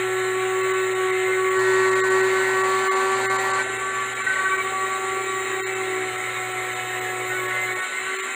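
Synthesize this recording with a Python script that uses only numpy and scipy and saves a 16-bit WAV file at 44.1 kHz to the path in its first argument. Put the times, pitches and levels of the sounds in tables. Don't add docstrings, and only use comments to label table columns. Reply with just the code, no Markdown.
import sys
import numpy as np
from scipy import signal
from scipy.fft import rfft, irfft, next_fast_len
from scipy.io import wavfile
from scipy.ndimage import uniform_filter1d, minimum_filter1d, map_coordinates

SR = 44100
rng = np.random.default_rng(int(sys.argv[2]) if len(sys.argv) > 2 else 0)


def voltage_ratio(level):
    return 10 ** (np.asarray(level, float) / 20)


def int16_out(signal):
    q = np.round(np.clip(np.atleast_2d(signal).T, -1, 1) * 32767)
    wavfile.write(sys.argv[1], SR, q.astype(np.int16))


N = 368220
T = np.arange(N) / SR


def read(table):
    s, *columns = np.transpose(table)
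    return [np.interp(T, s, c) for c in columns]


def walk(rate):
    knots = rng.standard_normal(int(N / SR * rate) + 4)
    return np.interp(T, T[::32], map_coordinates(knots, [T[::32] * rate + 1], order=2))


def noise(shape, patchy_db, shared_db):
    size = next_fast_len(N)
    hz, db = np.transpose(shape)
    bin_hz = np.arange(size // 2 + 1) * SR / size
    colour = np.interp(np.log(bin_hz + 1), np.log(hz), db, left=-90, right=-90)
    coloured = irfft(rfft(rng.standard_normal(size)) * voltage_ratio(colour), size)
    bins = signal.stft(coloured, nperseg=1024)[2]
    patches = uniform_filter1d(rng.standard_normal(bins.shape), size=2, axis=0)
    patches = uniform_filter1d(patches, size=4, axis=1)
    patchy = bins * voltage_ratio(patchy_db * patches / np.std(patches))
    out = signal.istft(patchy, nperseg=1024)[1][:N] * voltage_ratio(shared_db * walk(12))
    return out / np.std(out)


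def line(turns, db, rough, rate=36):
    angle = 2 * np.pi * (turns + rng.random())
    shaken = (1 + rough * walk(rate)) * np.cos(angle) + rough * walk(rate) * np.sin(angle)
    return np.sqrt(2 / (1 + 2 * rough ** 2)) * voltage_ratio(db) * shaken


def spells(rows, rest_db, edge_s, swell=0):
    t, (start, length, db) = T[::64, None], np.transpose(rows)
    inside = np.minimum(t - start, start + length - t)
    held = np.clip(.5 + inside / (edge_s + swell * length), 0, 1)
    return np.interp(T, t[:, 0], rest_db + np.max(held * (db - rest_db), axis=1))


def singing(rows, rest_db):
    db = spells(rows, rest_db, edge_s=0.0035, swell=0.22) - 0.03 * walk(9)
    return uniform_filter1d(db, int(0.011 * SR))


def swings(rows, edge_s):
    return sum(db * np.clip(.5 + np.minimum(T - s, s + length - T) / edge_s, 0, 1) for s, length, db in rows)


def staged(biting, steady_db, bite_db, free_db):
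    pulled_out = np.clip((T - 7.81) / 0.067, 0, 1)
    return steady_db + bite_db * biting + free_db * pulled_out


BARS = 40
# (time [s], bars passing [Hz])
SPEED = [(0.0, 14975), (0.23, 14956), (0.67, 15078), (1.14, 14940), (1.51, 15056), (2.6, 15157),
         (3.19, 15309), (4.07, 15290), (4.4, 15211), (5.09, 15251), (5.74, 15158), (6.12, 14901),
         (6.98, 14807), (7.81, 14821), (8.09, 15159), (8.35, 15361)]


def bars_passing(at_s):
    return np.interp(at_s, *np.transpose(SPEED))


# (start [s], length [s], grind [dB])
BITE = [
    (1.575, 2.06, -32.5),
    (4.28, 0.16, -44),
    (1.53, .08, -39),
    (2.6, 0.63, -31.5),
    (3.2, 0.425, -31),
    (3.5, 6, -56),
    (7.42, .3, -48),
]


def bite():
    from_s, end_s = 1.56, sum(BITE[0][:2])
    return spells(BITE, -65, 0.018), spells([(from_s, end_s - from_s, 1)], 0, 0.033)


# (frequency [Hz], density [dB per Hz])
HISS = [(4600, -42), (5100, -29), (5600, -31.5), (6300, -17.5), (7300, -2), (8200, -6.5), (9500, -15.5),
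        (10500, -25.5), (11800, -25.5), (12600, -38), (13800, -33), (14900, -34), (15700, -34)]


def vent_air(biting):
    pulse = 1 + 0.066 * np.cos(2 * np.pi * 120 * T)
    return voltage_ratio(staged(biting, -40, 1.56, 0.22)) * noise(HISS, 3.07, 0.11) * pulse


# (frequency [Hz], density [dB per Hz])
RUMBLE = [(20, -33), (60, -15.5), (110, -14), (170, -20), (260, -11.5), (400, -1.5), (620, -3), (900, -2),
          (1300, -59)]
# (start [s], length [s], loss [dB])
DRUM_LOSS = [
    (4.3, 0.28, 0),
    (7.7, 0.088, -2),
    (8.07, 0.25, 1.5),
]
# (start [s], length [s], loss [dB])
THUD_LOSS = [
    (3.6, 0.38, -6),
    (4.25, 0.47, -4.5),
    (5.8, 0.62, -2),
    (7.3, .7, 3),
]


def board_drum(biting):
    rumble = voltage_ratio(staged(biting, -45.5, 0.43, -2) + 3.5) * noise(RUMBLE, 2.6, 0.67)
    thud = signal.sosfiltfilt(signal.butter(2, 300, fs=SR, output="sos"), rumble)
    return thud * voltage_ratio(-swings(THUD_LOSS, .1)) + (rumble - thud) * voltage_ratio(-swings(DRUM_LOSS, 0.043))


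# (frequency [Hz], density [dB per Hz])
COLLET = [(2500, -17), (2900, -8.5), (3350, -13.5), (3800, 1.5), (3980, -4), (4180, 0.5), (4450, -27)]


def collet_ring():
    return voltage_ratio(-50) * noise(COLLET, 5.5, 1.5)


# (time [s], mains buzz [dB])
LOAD = [(0.0, -47), (0.14, -46), (1.53, -51.5), (1.58, -43.5), (2.84, -49), (2.88, -60), (3.23, -46.5),
        (4.47, -53.5), (7.53, -44.5), (7.77, -49.5), (7.86, -76), (8.05, -58), (8.21, -101), (8.35, -74)]
# (start [s], length [s], loss [dB])
WHINE_LOSS = [
    (1.6, .5, 3),
    (3.55, 1.0, 4),
    (4.7, .7, 2),
    (5.4, .8, -3),
    (7.85, .6, -5),
]
# (start [s], length [s], level [dB])
SIXTH = [(3.588, 0.034, -29.5), (4.167, 0.057, -35), (4.333, 0.032, -37), (4.377, 0.029, -41),
         (4.411, 0.028, -40), (4.455, 0.017, -33), (4.512, 0.036, -26.5), (4.577, 0.048, -30.5),
         (5.15, .06, -39), (5.23, 0.11, -39), (5.65, 0.16, -40), (5.96, 0.1, -38), (6.35, 0.11, -36),
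         (6.189, 0.036, -35), (6.233, 0.026, -32), (6.285, 0.029, -40), (6.401, 0.043, -38),
         (6.503, 0.031, -36), (6.571, 0.043, -33), (6.634, 0.031, -36), (6.674, 0.045, -39),
         (6.79, 0.049, -35), (6.984, 0.041, -43), (7.187, 0.031, -36), (7.345, 0.068, -31),
         (7.473, 0.045, -34), (7.664, 0.032, -37), (7.696, 0.043, -33), (7.758, 0.099, -34)]


def motor(turns, shaft_hz, biting):
    above_cruise_hz = shaft_hz - 379
    slewing = uniform_filter1d(abs(np.gradient(shaft_hz)) * SR, size=8000)
    whine_db = -51 - spells(WHINE_LOSS, 0, .1) - 0.2 * slewing
    sixth_db = singing(SIXTH, -46.5)
    high_db = -60 + 3 * walk(0.72)
    whine = line(BARS * turns, whine_db + 1.2 * walk(25), .17)
    fan = line(19 * turns, -48.5 + 1.36 * above_cruise_hz, .6, 60)
    fan = fan + line(21 * turns, high_db, .3) + line(6 * turns, sixth_db, .35)
    mains = 120 * T
    buzz_db = read(LOAD)[0]
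    beat_db = staged(biting, -54.5, 5.5, -0.51) + 0.5 * above_cruise_hz
    buzz = line(mains, buzz_db, 0.19) + line(2 * mains, beat_db - 3.5 + 2 * walk(2.18), 0.31)
    upper_db = np.interp(T, [5.5, 6.3], [-15, -3])
    beats = line(turns - mains, beat_db - 2.5, 0.083)
    beats = beats + line(turns + mains, buzz_db + upper_db + 3 * walk(4.9), 0.55)
    return whine + fan + buzz + beats


BALL_PASS = 3.595
# (start [s], length [s], level [dB])
LOW_SIDE = [
    (4.8, 0.23, -51),
    (5.5, 0.092, -53),
    (5.85, .1, -53),
    (7.3, 0.32, -47),
    (7.5, 0.16, -41),
]


def low_sideband(turns):
    return line((BALL_PASS - 2) * turns, spells(LOW_SIDE, -63.5, .04), 0.28)


# (start [s], length [s], level [dB])
FIRST_SIDE = [(0.042, 0.34, -37.5), (0.55, 0.37, -39.5), (1.12, .45, -39), (1.55, .2, -33),
              (1.126, 0.084, -39), (1.533, 2.3, -35), (3.843, 0.38, -38), (6.664, 0.075, -40),
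              (7.048, 0.078, -36), (7.382, 0.39, -37), (8.092, 0.23, -43)]
SECOND_SIDE = [(1.08, 0.16, -34.5), (1.25, .1, -27.5), (1.35, .2, -40), (1.738, 0.34, -37),
               (2.097, 0.43, -37), (2.496, 0.071, -43), (2.874, 0.14, -35), (3.095, 0.116, -36),
               (3.271, 0.068, -31), (3.574, 0.14, -41), (6.24, 0.066, -34), (6.57, 0.16, -40),
               (7.19, 0.15, -37), (7.489, 0.026, -30), (7.535, 0.11, -28), (7.63, 0.046, -28),
               (7.44, 0.31, -37), (7.94, 0.079, -36)]


def bearing(turns, biting):
    ball_db = -39.5 + 3.5 * biting + 1.3 * walk(3.3)
    levels = [ball_db, singing(FIRST_SIDE, -46), singing(SECOND_SIDE, -47.5)]
    return sum(line((BALL_PASS + k) * turns, db, r) for k, (db, r) in enumerate(zip(levels, [.08, .14, .26])))


# (frequency [Hz], density [dB per Hz])
GRIND = [(200, -46), (450, -12), (560, 1), (720, -10.5), (950, 5), (1080, 1.5), (1300, -9.5), (2000, -2),
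         (3200, -18), (4300, -9.5), (5300, -30), (6600, -17), (9000, -35), (15000, -38)]


def dug_in_grind(turns, grind_db):
    return voltage_ratio(grind_db) * noise(GRIND, .3, .3) * (1 + .1 * np.cos(2 * np.pi * turns))


# (frequency [Hz], density [dB per Hz])
RASP = [(700, -108), (1000, -4.5), (1600, -5.5), (2100, 3.5), (2400, -7), (2700, -10.5), (3000, -9.5),
        (3450, -16), (3900, -11), (4400, -29), (4750, -32.5), (5100, -45)]


def plaster_rasp(turns, biting):
    rasp_db = staged(biting, -32.5, 0.18, 0.22) + 0.5
    return voltage_ratio(rasp_db) * noise(RASP, 2.7, 0.79) * (1 + 0.1 * np.cos(2 * np.pi * turns))


# (start [s], length [s], level [dB])
FOURTEENTH = [
    (3.7, 3.9, -74),
]


def fourteenth_multiple(turns):
    return line(14 * turns, spells(FOURTEENTH, -88, .2), .4)


# (rate [turns
# per shaft turn], level [dB])
FAINT = [(6.595, -51), (7, -48.5), (8, -54.5), (9, -66), (10, -53), (11, -58), (12, -86), (14, -90)]


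def faint_lines(turns):
    return sum(line(k * turns, db + 2.5 * walk(5), .55) for k, db in FAINT)


# (time [s], orbit rate [Hz], depth [0-1])
ORBIT = [(3.4, 22.2, 0), (3.7, 21.5, 0.43), (4.1, 21.4, 0), (4.45, 28.7, 0.23), (4.65, 29.3, 0.45),
         (4.85, 27.5, 0.34), (5.05, 26.4, 0.48), (5.4, 29.85, 0.4), (5.75, 36, 0.37), (5.9, 50.4, 0.25),
         (6.1, 55, 0.32), (6.2, 55.3, 0.25)]


def orbit():
    orbit_hz, depth = read(ORBIT)
    uneven = 1 + 0.22 * walk(10)
    circles = np.cumsum(orbit_hz * (1 + 0.191 * walk(16))) / SR
    return np.exp(uneven * depth * np.cos(2 * np.pi * circles)) / (1 + depth ** 2)


# (time [s], jump [dB])
KNOCK = [
    (4.266, 2),
    (4.357, -1),
    (4.387, -1),
]


def knocks():
    at_s, jump_db = np.transpose(KNOCK)
    late = T[:, None][::32] - at_s
    snag = -11 * np.exp(-abs(late) / .012)
    strike = jump_db * np.exp(-abs(late) / .014)
    return np.interp(T, T[::32], np.where(late > 0, strike, snag).sum(axis=1))


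# (time [s], once-a-turn tone [dB])
SHAKE = [(0.0, -26), (0.04, -25.5), (2.3, -20.5), (2.49, -25), (3.07, -25.5), (4.37, -42.5), (4.56, -32),
         (6.02, -28.5), (6.14, -36.5), (6.65, -34.5), (6.81, -40), (7.0, -34), (7.46, -31.5), (7.56, -41.5),
         (7.77, -33), (7.81, -48), (8.19, -33.5), (8.35, -46.5)]
# (start [s], length [s], extra [dB])
PLUNGE = [
    (1.56, 0.33, 1.5),
]
# (start [s], length [s], loss [dB])
SLACK = [
    (.93, .05, 2),
    (1.98, .05, 1),
    (4.71, 0.084, 8),
    (4.88, .13, 4.5),
    (5.2, .07, -1.5),
    (6.3, 0.091, 3),
    (7.2, 0.12, 1.5),
]
# (start [s], length [s], level [dB])
SECOND = [(0.014, 0.3, -38.5), (0.367, 0.21, -37.5), (0.928, 0.38, -38), (1.311, 0.18, -42.5),
          (1.467, 0.035, -39), (1.94, 0.12, -43), (2.081, 0.18, -40), (2.42, 0.33, -37),
          (2.746, 0.87, -33.5), (0, 3, -46), (2.3, .6, -38.5), (3.6, 0.2, -41.5), (7.7, 0.73, -45),
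          (4.653, 0.63, -37), (5.368, 0.072, -38.5), (5.496, 0.82, -38.5), (6.348, 0.34, -37),
          (6.683, 0.62, -36.5), (7.46, 0.3, -39.5)]
THIRD = [(0.175, 0.028, -32), (0.291, 0.031, -35), (0.327, 0.125, -33), (0.468, 0.43, -31.5),
         (0.953, 0.177, -31), (1.277, 0.043, -32), (1.37, 0.27, -28), (1.712, 0.31, -28),
         (2.021, 0.033, -27), (2.105, 0.1, -28), (2.224, 0.062, -30.5), (2.314, 0.081, -29.5),
         (2.538, 0.28, -24.5), (2.76, 0.1, -29), (2.839, 0.36, -25), (2.89, 0.031, -20.5),
         (3.26, 0.026, -26), (3.298, 0.091, -24.5), (3.45, 0.15, -26.5), (3.702, 0.037, -33),
         (3.805, 0.11, -29.5), (3.923, 0.14, -28), (4.194, 0.03, -27.5), (4.344, 0.14, -25.5),
         (4.49, 0.058, -24), (4.572, 0.049, -27), (4.643, 0.042, -27.5), (4.723, 0.15, -27),
         (4.89, 0.097, -26.5), (4.997, .15, -30.5), (5.146, 0.088, -28.5), (5.27, 0.14, -30),
         (5.4, 0.23, -39), (5.784, 0.041, -37), (5.886, 0.048, -39), (5.936, 0.047, -35),
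         (6.357, 0.038, -38), (6.866, 0.041, -39), (7.119, 0.048, -38), (7.175, 0.03, -39),
         (7.239, 0.035, -36), (7.389, 0.2, -34.5), (7.678, 0.029, -38), (7.74, 0.11, -36.5),
         (8.075, 0.058, -34.5), (8.213, 0.071, -39), (0, 5.1, -40), (0, 0.22, -39.5), (1.6, .1, -36),
         (3.38, 0.087, -35), (5.45, 0.17, -34.5), (8.16, 0.11, -38.5), (7.2, .66, -47)]
FOURTH = [(0.027, 0.24, -38), (0.424, 0.108, -39), (0.624, 0.16, -38), (0.923, 0.24, -39),
          (1.202, 0.03, -39), (1.268, 0.144, -33), (1.554, 0.044, -28), (1.628, 0.151, -31),
          (1.783, 0.03, -31), (1.823, 0.065, -29.5), (1.899, 0.033, -35), (1.949, 0.055, -30),
          (2.015, 0.131, -28.5), (2.197, 0.065, -30), (2.342, 0.1, -29), (2.45, 0.13, -30.5),
          (2.582, 0.037, -31), (2.831, 0.057, -29), (2.905, 0.049, -34), (2.987, 0.077, -31),
          (3.228, 0.057, -28), (3.294, 0.075, -30), (3.484, 0.082, -30), (3.579, 0.052, -26),
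          (3.647, 0.077, -32), (4.263, 0.028, -21.5), (4.215, .045, -31), (2.67, .1, -39),
          (8.06, .05, -32.5), (4.292, 0.026, -20.5), (4.29, 0.071, -23), (4.363, 0.022, -21),
          (4.386, 0.023, -21.5), (0.24, .06, -38), (0.68, .17, -36), (0.99, .06, -36), (3.82, .12, -34),
          (5.7, .11, -41), (4.41, 0.017, -26), (4.449, 0.04, -23), (4.499, .06, -28), (4.53, 0.03, -23),
          (4.577, 0.029, -28), (4.663, .069, -40), (4.799, 0.075, -41), (4.882, 0.12, -38),
          (5.691, .123, -44), (7.299, 0.095, -31.5), (7.496, 0.031, -33), (7.54, 0.049, -34),
          (7.676, 0.029, -34), (7.786, 0.073, -32.5), (7.882, 0.11, -35), (8.063, 0.037, -33),
          (8.131, 0.036, -37), (8.275, 0.031, -41), (1.5, 2.9, -37.5), (7.3, .56, -41)]
FIFTH = [(1.456, 0.028, -32), (1.546, 0.69, -29), (.07, .1, -38), (.22, .14, -37), (5.05, .1, -37),
         (5.2, .45, -37), (6.6, 0.12, -39.5), (6.9, .08, -40), (7.04, 0.085, -38), (2.36, 0.25, -30),
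         (2.5, .17, -29), (2.817, 0.088, -35), (3.262, 0.085, -31.5), (3.384, 0.03, -29),
         (3.44, 0.043, -29), (3.585, 0.04, -27), (4.264, 0.015, -20), (4.3, .025, -26), (4.3, 0.039, -36),
         (4.355, 0.014, -21), (4.385, 0.022, -23), (4.437, .068, -29), (4.537, 0.04, -29),
         (4.628, .05, -33.5), (4.797, 0.11, -34.5), (5.276, 0.049, -34), (5.343, 0.092, -33),
         (5.497, 0.048, -33), (5.535, 0.033, -34), (5.603, 0.051, -35), (6.938, 0.032, -34),
         (7.087, 0.037, -36), (7.297, 0.051, -32), (7.463, 0.15, -35), (7.674, 0.091, -33.5),
         (7.78, .05, -30), (3.7, 0.089, -36), (8.305, 0.041, -40), (.55, 1, -37.5), (1.5, 0.84, -28.5),
         (7.45, .4, -48)]
RESTING_DB = [-48, -44.5, -45, -41, -46.5]
# (start [s], length [s], loss [dB])
FREED = [
    (7.87, 0.12, 11),
    (8.05, 0.048, 9),
    (8.2, .05, 13),
]


def shaft(turns):
    levels = [read(SHAKE)[0] + spells(PLUNGE, 0, 0.033) - spells(SLACK, 0, 0.083)]
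    levels += [singing(rows, db) for rows, db in zip([SECOND, THIRD, FOURTH, FIFTH], RESTING_DB)]
    knock_db = knocks()
    gains = [orbit(), voltage_ratio(-swings(FREED, 0.027)), voltage_ratio(0.52 * knock_db), voltage_ratio(knock_db), voltage_ratio(knock_db)]
    rough = [.08, .15, .12, .14, .12]
    return sum(g * line((k + 1) * turns, db, r) for k, (db, g, r) in enumerate(zip(levels, gains, rough)))


def scene():
    shaft_hz = bars_passing(T) / BARS
    turns = np.cumsum(shaft_hz) / SR
    grind_db, biting = bite()
    tool = shaft(turns) + faint_lines(turns)
    tool = tool + bearing(turns, biting) + motor(turns, shaft_hz, biting)
    tool = tool + plaster_rasp(turns, biting) + vent_air(biting)
    tool = tool + dug_in_grind(turns, grind_db) + board_drum(biting)
    tool = tool + collet_ring() + fourteenth_multiple(turns) + low_sideband(turns)
    return tool[None]


def link_floor(hz, frame_s):
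    floor_hz = [4300, 4750, 4950, 5150, 5450, 12000, 12500, 13400]
    floor_db = np.interp(hz, floor_hz, [-99, -82, -83, -82, -99, -99, -90.5, -94])
    floor_db = floor_db + 1.6 * walk(12)[np.minimum(frame_s * SR, N - 1).astype(int)]
    lower_db = np.interp(frame_s, [1.5, 4, 7.4, 7.8], [3, -.5, -.5, -3])
    upper_db = np.interp(frame_s, [1.5, 3.7, 5.6, 8], [-2, 1.5, 1, -2])
    return floor_db + np.where(hz < 8000, lower_db, upper_db)


def carried_bins(hz, frame_s):
    whine_hz = bars_passing(frame_s)
    spare = rng.random((len(hz) // 8 + 1, len(frame_s) // 2 + 1)) < .45
    spare = spare.repeat(8, 0).repeat(2, 1)[:len(hz), :len(frame_s)]
    return (hz < whine_hz + 130) | (spare & (whine_hz > 15170))


def strong_bins(hz, size):
    narrow, wide = (-minimum_filter1d(-size, size=width, axis=1) for width in (19, 33))
    top = np.where(hz < 4300, narrow, wide)
    share = np.interp(hz, [300, 800, 2200, 2600, 4400], [.35, .38, .4, .78, .8])
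    return (size > share * top) & ((size > voltage_ratio(-65)) | (hz > 14700))


def lost(gaps, db):
    depth = sum(np.clip(6000 * (.6 * length - .0025 - abs(T - s)), 0, db) for s, length in gaps)
    return 1 - uniform_filter1d(voltage_ratio(-depth), size=150)


SHORT_GAPS = [.625, .729, .943, 1.117, 1.498, 1.584, 1.905, 1.947, 2.094, 2.223, 2.628, 2.949, 3.378, 3.526,
              3.782, 4.145, 4.232, 4.572, 5.745, 6.171, 6.535, 6.745, 7.004, 7.474, 7.749, 7.814, 8.18,
              8.218]
# (time [s], length [s])
LONG_GAPS = [
    (2.022, .031),
    (2.897, .033),
    (3.281, .035),
    (5.637, .054),
]
# (time [s], length [s])
BASS_GAPS = [
    (4.145, .028),
    (4.225, .026),
    (7.749, .024),
    (8.172, .034),
    (8.218, .036),
]


def starve(full, thin):
    missing = full - thin
    treble = signal.sosfiltfilt(signal.butter(3, 2100, "high", fs=SR, output="sos"), missing)
    bass = signal.sosfiltfilt(signal.butter(3, 1100, fs=SR, output="sos"), missing)
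    sent = full - lost(LONG_GAPS, 55) * missing
    sent = sent - lost([(s, .016) for s in SHORT_GAPS], 20) * treble
    return sent - lost(BASS_GAPS, 30) * bass


def roll_off(x):
    return signal.sosfilt(signal.butter(12, 16240, fs=SR, output="sos"), x)


def record(dry):
    hz, frame_s, bins = signal.stft(dry, SR, nperseg=1024)
    hz = hz[:, None]
    size = uniform_filter1d(abs(bins), size=3, axis=2)
    band = uniform_filter1d(size, size=5, axis=1)
    floor_db = link_floor(hz, frame_s)
    carried = carried_bins(hz, frame_s)
    full = signal.istft(bins * carried * (band > voltage_ratio(floor_db)), nperseg=1024)[1][:, :N]
    keep = strong_bins(hz, size) & carried | (hz < 200)
    lift = np.where((hz > 2500) & (hz < 10000), 1.5, 1)
    thin = signal.istft(bins * keep * lift, nperseg=1024)[1][:, :N]
    return roll_off(starve(full, thin))


dry = scene()
out = record(dry)
int16_out(out)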